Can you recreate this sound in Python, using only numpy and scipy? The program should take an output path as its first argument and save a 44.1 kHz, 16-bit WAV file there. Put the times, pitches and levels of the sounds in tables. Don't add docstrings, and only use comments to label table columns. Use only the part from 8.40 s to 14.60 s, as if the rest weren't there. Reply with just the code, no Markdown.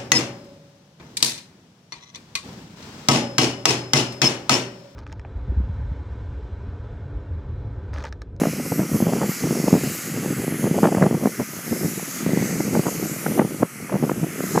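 import sys
import numpy as np
from scipy import signal
from scipy.fft import rfft, irfft
from scipy.io import wavfile
from scipy.ndimage import uniform_filter1d, minimum_filter1d, map_coordinates

SR = 44100
rng = np.random.default_rng(int(sys.argv[2]) if len(sys.argv) > 2 else 0)


def file_out(sig):
    cols = np.atleast_2d(sig).T
    lim = np.clip(cols, -1, 1)
    pcm = np.round(lim * 32767).astype(np.int16)
    wavfile.write(sys.argv[1], SR, pcm)


N = 273420
T = np.arange(N) / SR


def undb(db):
    return 10 ** (np.asarray(db) / 20)


def curve(table):
    time_s, value = np.transpose(table)
    return np.interp(T, time_s, value)


def noise(spectrum, size=N):
    hz, db = np.transpose(spectrum)
    bin_hz = np.maximum(np.arange(size // 2 + 1) * SR / size, 1)
    colour_db = np.interp(np.log(bin_hz), np.log(hz), db, left=-200, right=-200)
    x = irfft(rfft(rng.standard_normal(size)) * undb(colour_db), size)
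    return x / x.std()


def walk(rate_hz):
    bin_hz = np.arange(N // 2 + 1) * SR / N
    x = irfft(rfft(rng.standard_normal(N)) * np.exp(-(bin_hz / rate_hz) ** 2), N)
    return x / x.std()


def swell(time_s, length_s):
    return np.exp(-np.minimum((2 * (T - time_s) / length_s) ** 2, 20))


def port(pressure, low_cut_hz=156, leak_db=-26, ring_hz=168, ring_q=1.9, ring_db=-8):
    steep_cut = signal.butter(4, low_cut_hz, "high", fs=SR, output="sos")
    gentle_cut = signal.butter(1, low_cut_hz, "high", fs=SR, output="sos")
    steep = signal.sosfilt(steep_cut, pressure)
    gentle = signal.sosfilt(gentle_cut, pressure)
    ring = signal.lfilter(*signal.iirpeak(ring_hz, ring_q, fs=SR), steep)
    return steep + undb(ring_db) * ring + undb(leak_db) * gentle


# (frequency [Hz], density [dB])
EDDY_SPECTRUM = [(20, 12.5), (170, -1), (300, -5), (500, -10), (750, -19.5), (1100, -28.5), (2500, -45)]
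# (time [s], length [s], level before trim [dB], relative eddy speed)
BUFFETS = [(0.039, 0.052, -21, 1.17), (0.322, 0.019, -22, 0.63), (0.408, 0.074, -21.5, 0.89),
           (0.538, 0.054, -20.5, 0.66), (0.682, 0.041, -19.5, .95), (0.763, 0.047, -24, 1.085),
           (0.834, 0.039, -21, 1.25), (1.053, 0.049, -20, 0.62), (1.121, .02, -21, 0.59),
           (1.164, 0.022, -21, 0.98), (1.276, .02, -20, 1.27), (1.359, 0.036, -18, 0.74),
           (2.257, .038, -22, 0.82), (2.377, .047, -19, 1.024), (2.461, 0.042, -13.5, 1.44),
           (2.526, 0.02, -18, 1.104), (2.58, 0.028, -20, 1.05), (2.64, 0.051, -15, 1.43),
           (2.741, 0.039, -20, 0.79), (2.846, 0.048, -20, 1.05), (3.008, .03, -21, .9),
           (3.324, 0.026, -18.5, 0.58), (3.457, .035, -21.5, 0.75), (3.883, 0.03445, -22.5, .7),
           (4.017, 0.042, -22.5, 0.78), (4.14, 0.062, -24.5, 1.03), (4.369, 0.042, -18, .85),
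           (4.474, 0.03, -20.5, 1.53), (4.913, 0.022, -20.5, 0.62), (5.007, 0.042, -15, 1.22),
           (5.226, 0.036, -19, 1.42), (5.431, 0.048, -27.5, .65), (5.544, .045, -17.5, 1.4),
           (5.643, .016, -16, 1.5), (5.84, 0.039, -20.5, 0.93), (6.169, 0.034, -19, 1.3)]


def wind(breeze_speed=0.66, breeze_trim_db=-0.28, flutter_db=3.5, flutter_hz=30, buffet_trim_db=-0.05,
         swirl=0.26, swirl_hz=110, swirl_push=0.86):
    power = gusts() * undb(breeze_trim_db + flutter_db * walk(flutter_hz)) ** 2
    speed_power = power * breeze_speed
    for time_s, length_s, level_db, speed in BUFFETS:
        bump = undb(level_db + buffet_trim_db) ** 2 * swell(time_s, length_s)
        power = power + bump
        speed_power = speed_power + bump * speed
    spurt = np.exp(swirl * walk(swirl_hz))
    travelled_samples = np.cumsum(spurt * speed_power / power)
    pattern = noise(EDDY_SPECTRUM, size=2 * N)
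    swept = map_coordinates(pattern, [travelled_samples], order=1, mode="wrap")
    rumble = port(swept * spurt ** swirl_push)
    rumble /= np.sqrt(uniform_filter1d(rumble ** 2, size=900))
    return rumble * np.sqrt(power)


# (full from [s], full until [s], level before breeze trim and flutter [dB])
GUSTS = [(0, 0.458, -30.5), (0.535, 0.894, -28), (1.041, 1.56, -28.5), (1.7, 2.419, -26.5),
         (2.523, 2.763, -30), (3.281, 3.6, -32.5), (3.8, 4.399, -27), (4.5, 5.22, -30),
         (5.539, 5.86, -26.5), (5.98, 6.197, -31)]


def gusts(rise_s=0.0501, fall_s=0.0494, lull_db=-38):
    power = undb(lull_db) ** 2
    for start_s, end_s, level_db in GUSTS:
        rise = np.clip((T - start_s) / rise_s + 1, 0, 1)
        fall = np.clip((end_s - T) / fall_s + 1, 0, 1)
        power = power + (undb(level_db) * rise * fall) ** 2
    return power


# (time [s], peak before trim [dB], rasp before trim [dB])
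THUMPS = [(0.0183, -5.5, -32), (.0567, -10.5, -24), (0.0709, -11, -47), (.394, -6.5, -39),
          (0.5457, -7.5, -46), (0.5552, -12.5, -46), (0.604, -9, -31), (0.6247, -8, -36),
          (0.6688, -6.5, -34), (.7348, -10, -24), (0.8165, -9, -26), (.8333, -12.5, -21),
          (0.8971, -9.5, -50), (1.1087, -6, -40), (1.2006, -10, -40), (1.2414, -10, -43),
          (1.2818, -5.5, -24), (1.329, 0.5, -36), (1.3402, -3, -25), (1.3529, -7, -28),
          (1.8608, -11.5, -36), (2.08, -10, -38), (2.1237, -11, -41), (2.2422, -8.5, -32),
          (2.3163, -6, -46), (2.4319, 1.5, -22.5), (2.4427, -6.5, -13), (2.4557, 0.5, -15),
          (2.5493, -4, -18), (2.5724, -7, -30), (2.6134, -7, -31), (2.6255, -1.5, -16.5),
          (2.6654, -1.5, -27), (2.7113, -6.5, -33), (2.7283, -9, -40), (2.7456, -8.5, -36),
          (2.8579, -2, -24.5), (2.8724, -6, -27), (2.999, -10, -32), (3.446, -10.5, -47),
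          (3.597, -27.5, -31), (3.8642, -7.5, -41), (3.9337, -7.5, -40), (3.9742, -7, -32),
          (4.206, -8.5, -28), (4.3534, -7, -23), (4.372, -9, -32), (4.3941, -4, -37), (4.4681, -8, -27),
          (4.8657, -7.5, -19.5), (4.9782, -8, -31), (4.9969, 4.5, -11.5), (5.0181, -4, -25),
          (5.0493, -7.5, -34), (5.231, 5.5, -14.5), (5.4971, -24.5, -22), (5.5425, -5, -29.5),
          (5.557, -6.5, -34), (5.6269, -5, -32), (5.6398, -4, -24), (5.6965, -3.5, -16.5), (5.717, -6, -27),
          (5.831, -8.5, -46), (6.0067, -8.5, -25), (6.04, -12.5, -34), (6.1513, -9, -25), (6.1602, -6, -27),
          (6.1778, -3, -16)]
# (frequency [Hz], density [dB])
RASP_SPECTRUM = [(300, -18), (700, 1), (1300, -7), (2000, -14), (2900, -44)]
# (frequency [Hz], density [dB])
CRACKLE_SPECTRUM = [(1300, -1), (2300, -3), (4000, -18)]


def thumps(kick_s=0.000458, kick_trim_db=-1, suction=0.56, tail=2.44, dull_db=23, doubling_db=16,
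           soft_hz=2600, rasp_s=0.003, rasp_trim_db=-1, crackle_db=-1):
    pressure, spurts = np.zeros(N), np.zeros(N)
    rounding = signal.butter(4, soft_hz, fs=SR, output="sos")
    around_s = np.arange(-SR // 100, SR // 25) / SR
    for time_s, peak_db, rasp_db in THUMPS:
        stretch = 2 ** ((peak_db - rasp_db - dull_db) / doubling_db)
        age = around_s / (kick_s * stretch)
        push = np.tanh(age) * np.where(age < 0, suction, 1) * np.exp(-np.abs(age) / tail)
        kick = port(signal.sosfilt(rounding, push))
        start = int(time_s * SR) - kick.argmax()
        kick = undb(peak_db + kick_trim_db) * kick / np.abs(kick).max()
        pressure[start:start + len(kick)] += kick[:N - start]
        spurts += undb(rasp_db + rasp_trim_db) / (1 + ((T - time_s) / rasp_s) ** 4)
    rasp = spurts * noise(RASP_SPECTRUM)
    crackle = undb(crackle_db) * spurts ** 2 * noise(CRACKLE_SPECTRUM)
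    return pressure + rasp + crackle


# (frequency [Hz], density [dB])
RUSH_SPECTRUM = [(200, -12), (1000, -8.5), (1250, 1), (1700, -2.5), (2050, 2), (2500, -4), (2900, -5.5),
                 (3600, -14.5)]
HISS_SPECTRUM = [(3600, -14), (4000, -9), (4700, -5.5), (5600, -3), (6500, 1), (7800, -2), (8800, -8.5),
                 (9500, -22)]
EDGE_SPECTRUM = [(8900, -8), (9600, -0.5), (10400, 2), (11500, -12)]
SIZZLE_SPECTRUM = [(10600, -2.5), (11600, -2), (12600, -1.5), (13800, -5), (14800, -6.5), (15800, -28)]
# (time [s], level [dB])
RUSH_LEVEL = [(0, -39.5), (.45, -41), (.95, -36.5), (1.6, -38.5), (2.2, -40), (3.1, -41), (3.8, -38),
              (4.3, -40), (5.1, -40), (6.2, -39.5)]
# (time [s], level before trim and waver [dB])
HISS_LEVEL = [(0, -38), (.15, -40), (.78, -40.5), (.86, -37), (1.58, -34.5), (1.82, -41), (1.96, -38),
              (2.12, -40), (2.98, -43.5), (3.35, -36.5), (3.6, -38), (3.75, -38.5), (4.5, -37), (4.95, -40),
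              (5.4, -42), (5.9, -40.5), (6.13, -35), (6.2, -35.5)]


def steam(hiss_trim_db=0.07, usual_hiss_db=-39, edge_db=-43.5, edge_db_per_db=0.49,
          sizzle_db=-42, sizzle_db_per_db=0.68, waver_db=0.88, waver_hz=7):
    hiss_level_db = curve(HISS_LEVEL)
    surge_db = hiss_level_db - usual_hiss_db
    rush = noise(RUSH_SPECTRUM) * undb(curve(RUSH_LEVEL))
    hiss = noise(HISS_SPECTRUM) * undb(hiss_level_db + hiss_trim_db)
    edge = noise(EDGE_SPECTRUM) * undb(edge_db + edge_db_per_db * surge_db)
    sizzle = noise(SIZZLE_SPECTRUM) * undb(sizzle_db + sizzle_db_per_db * surge_db)
    treble = (hiss + edge + sizzle + flares()) * undb(waver_db * walk(waver_hz))
    return patchy(rush + treble)


# (time [s], length [s], centre [Hz], level before waver [dB])
FLARES = [(.35, .17, 12300, -37.5), (0.597, 0.13, 12310, -39), (.9, 0.089, 12500, -39),
          (1.15, 0.75, 4900, -45.5), (1.558, 0.075, 12480, -38), (2.155, 0.27, 10250, -41.5),
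          (3.421, .28, 12400, -40), (4.496, 0.066, 6754, -39.5), (4.701, 0.096, 7425, -38),
          (4.8, 0.42, 12300, -42), (4.899, 0.84, 9030, -44.5), (6.061, 0.12, 12340, -40)]
# (multiple of centre frequency, density [dB])
FLARE_SPECTRUM = [(.8, -26), (.93, -3.5), (1, -4), (1.07, -0.5), (1.2, -19)]


def flares():
    total = np.zeros(N)
    for time_s, length_s, centre_hz, level_db in FLARES:
        spectrum = [(centre_hz * multiple, db) for multiple, db in FLARE_SPECTRUM]
        total += noise(spectrum) * undb(level_db) * np.sqrt(swell(time_s, length_s))
    return total


def patchy(x, patch_db=1.62, patch_hz=300, patch_s=0.1):
    hz, time_s, cells = signal.stft(x, SR, nperseg=512)
    across = np.exp(-((hz[:, None] - hz) / patch_hz) ** 2)
    along = np.exp(-((time_s[:, None] - time_s) / patch_s) ** 2)
    field = across @ rng.standard_normal(cells.shape) @ along
    gain = undb(patch_db * field / field.std())
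    return signal.istft(cells * gain, SR)[1][:N]


def scene():
    mono = wind() + thumps() + steam()
    return np.array([mono, mono])


def limiter(x, recover_db_per_s=6, smooth_samples=64):
    over_db = 20 * np.log10(np.maximum(np.abs(x).max(axis=0), 1))
    recovery_db = recover_db_per_s * T
    duck_db = np.maximum.accumulate(over_db + recovery_db) - recovery_db
    widened_db = minimum_filter1d(-duck_db, size=smooth_samples)
    gain_db = uniform_filter1d(widened_db, size=smooth_samples)
    return np.clip(x * undb(gain_db), -1, 1)


def record(dry, top_hz=15700):
    top_cut = signal.ellip(10, 0.2, 80, top_hz, fs=SR, output="sos")
    return signal.sosfilt(top_cut, limiter(dry))


dry = scene()
out = record(dry)
file_out(out)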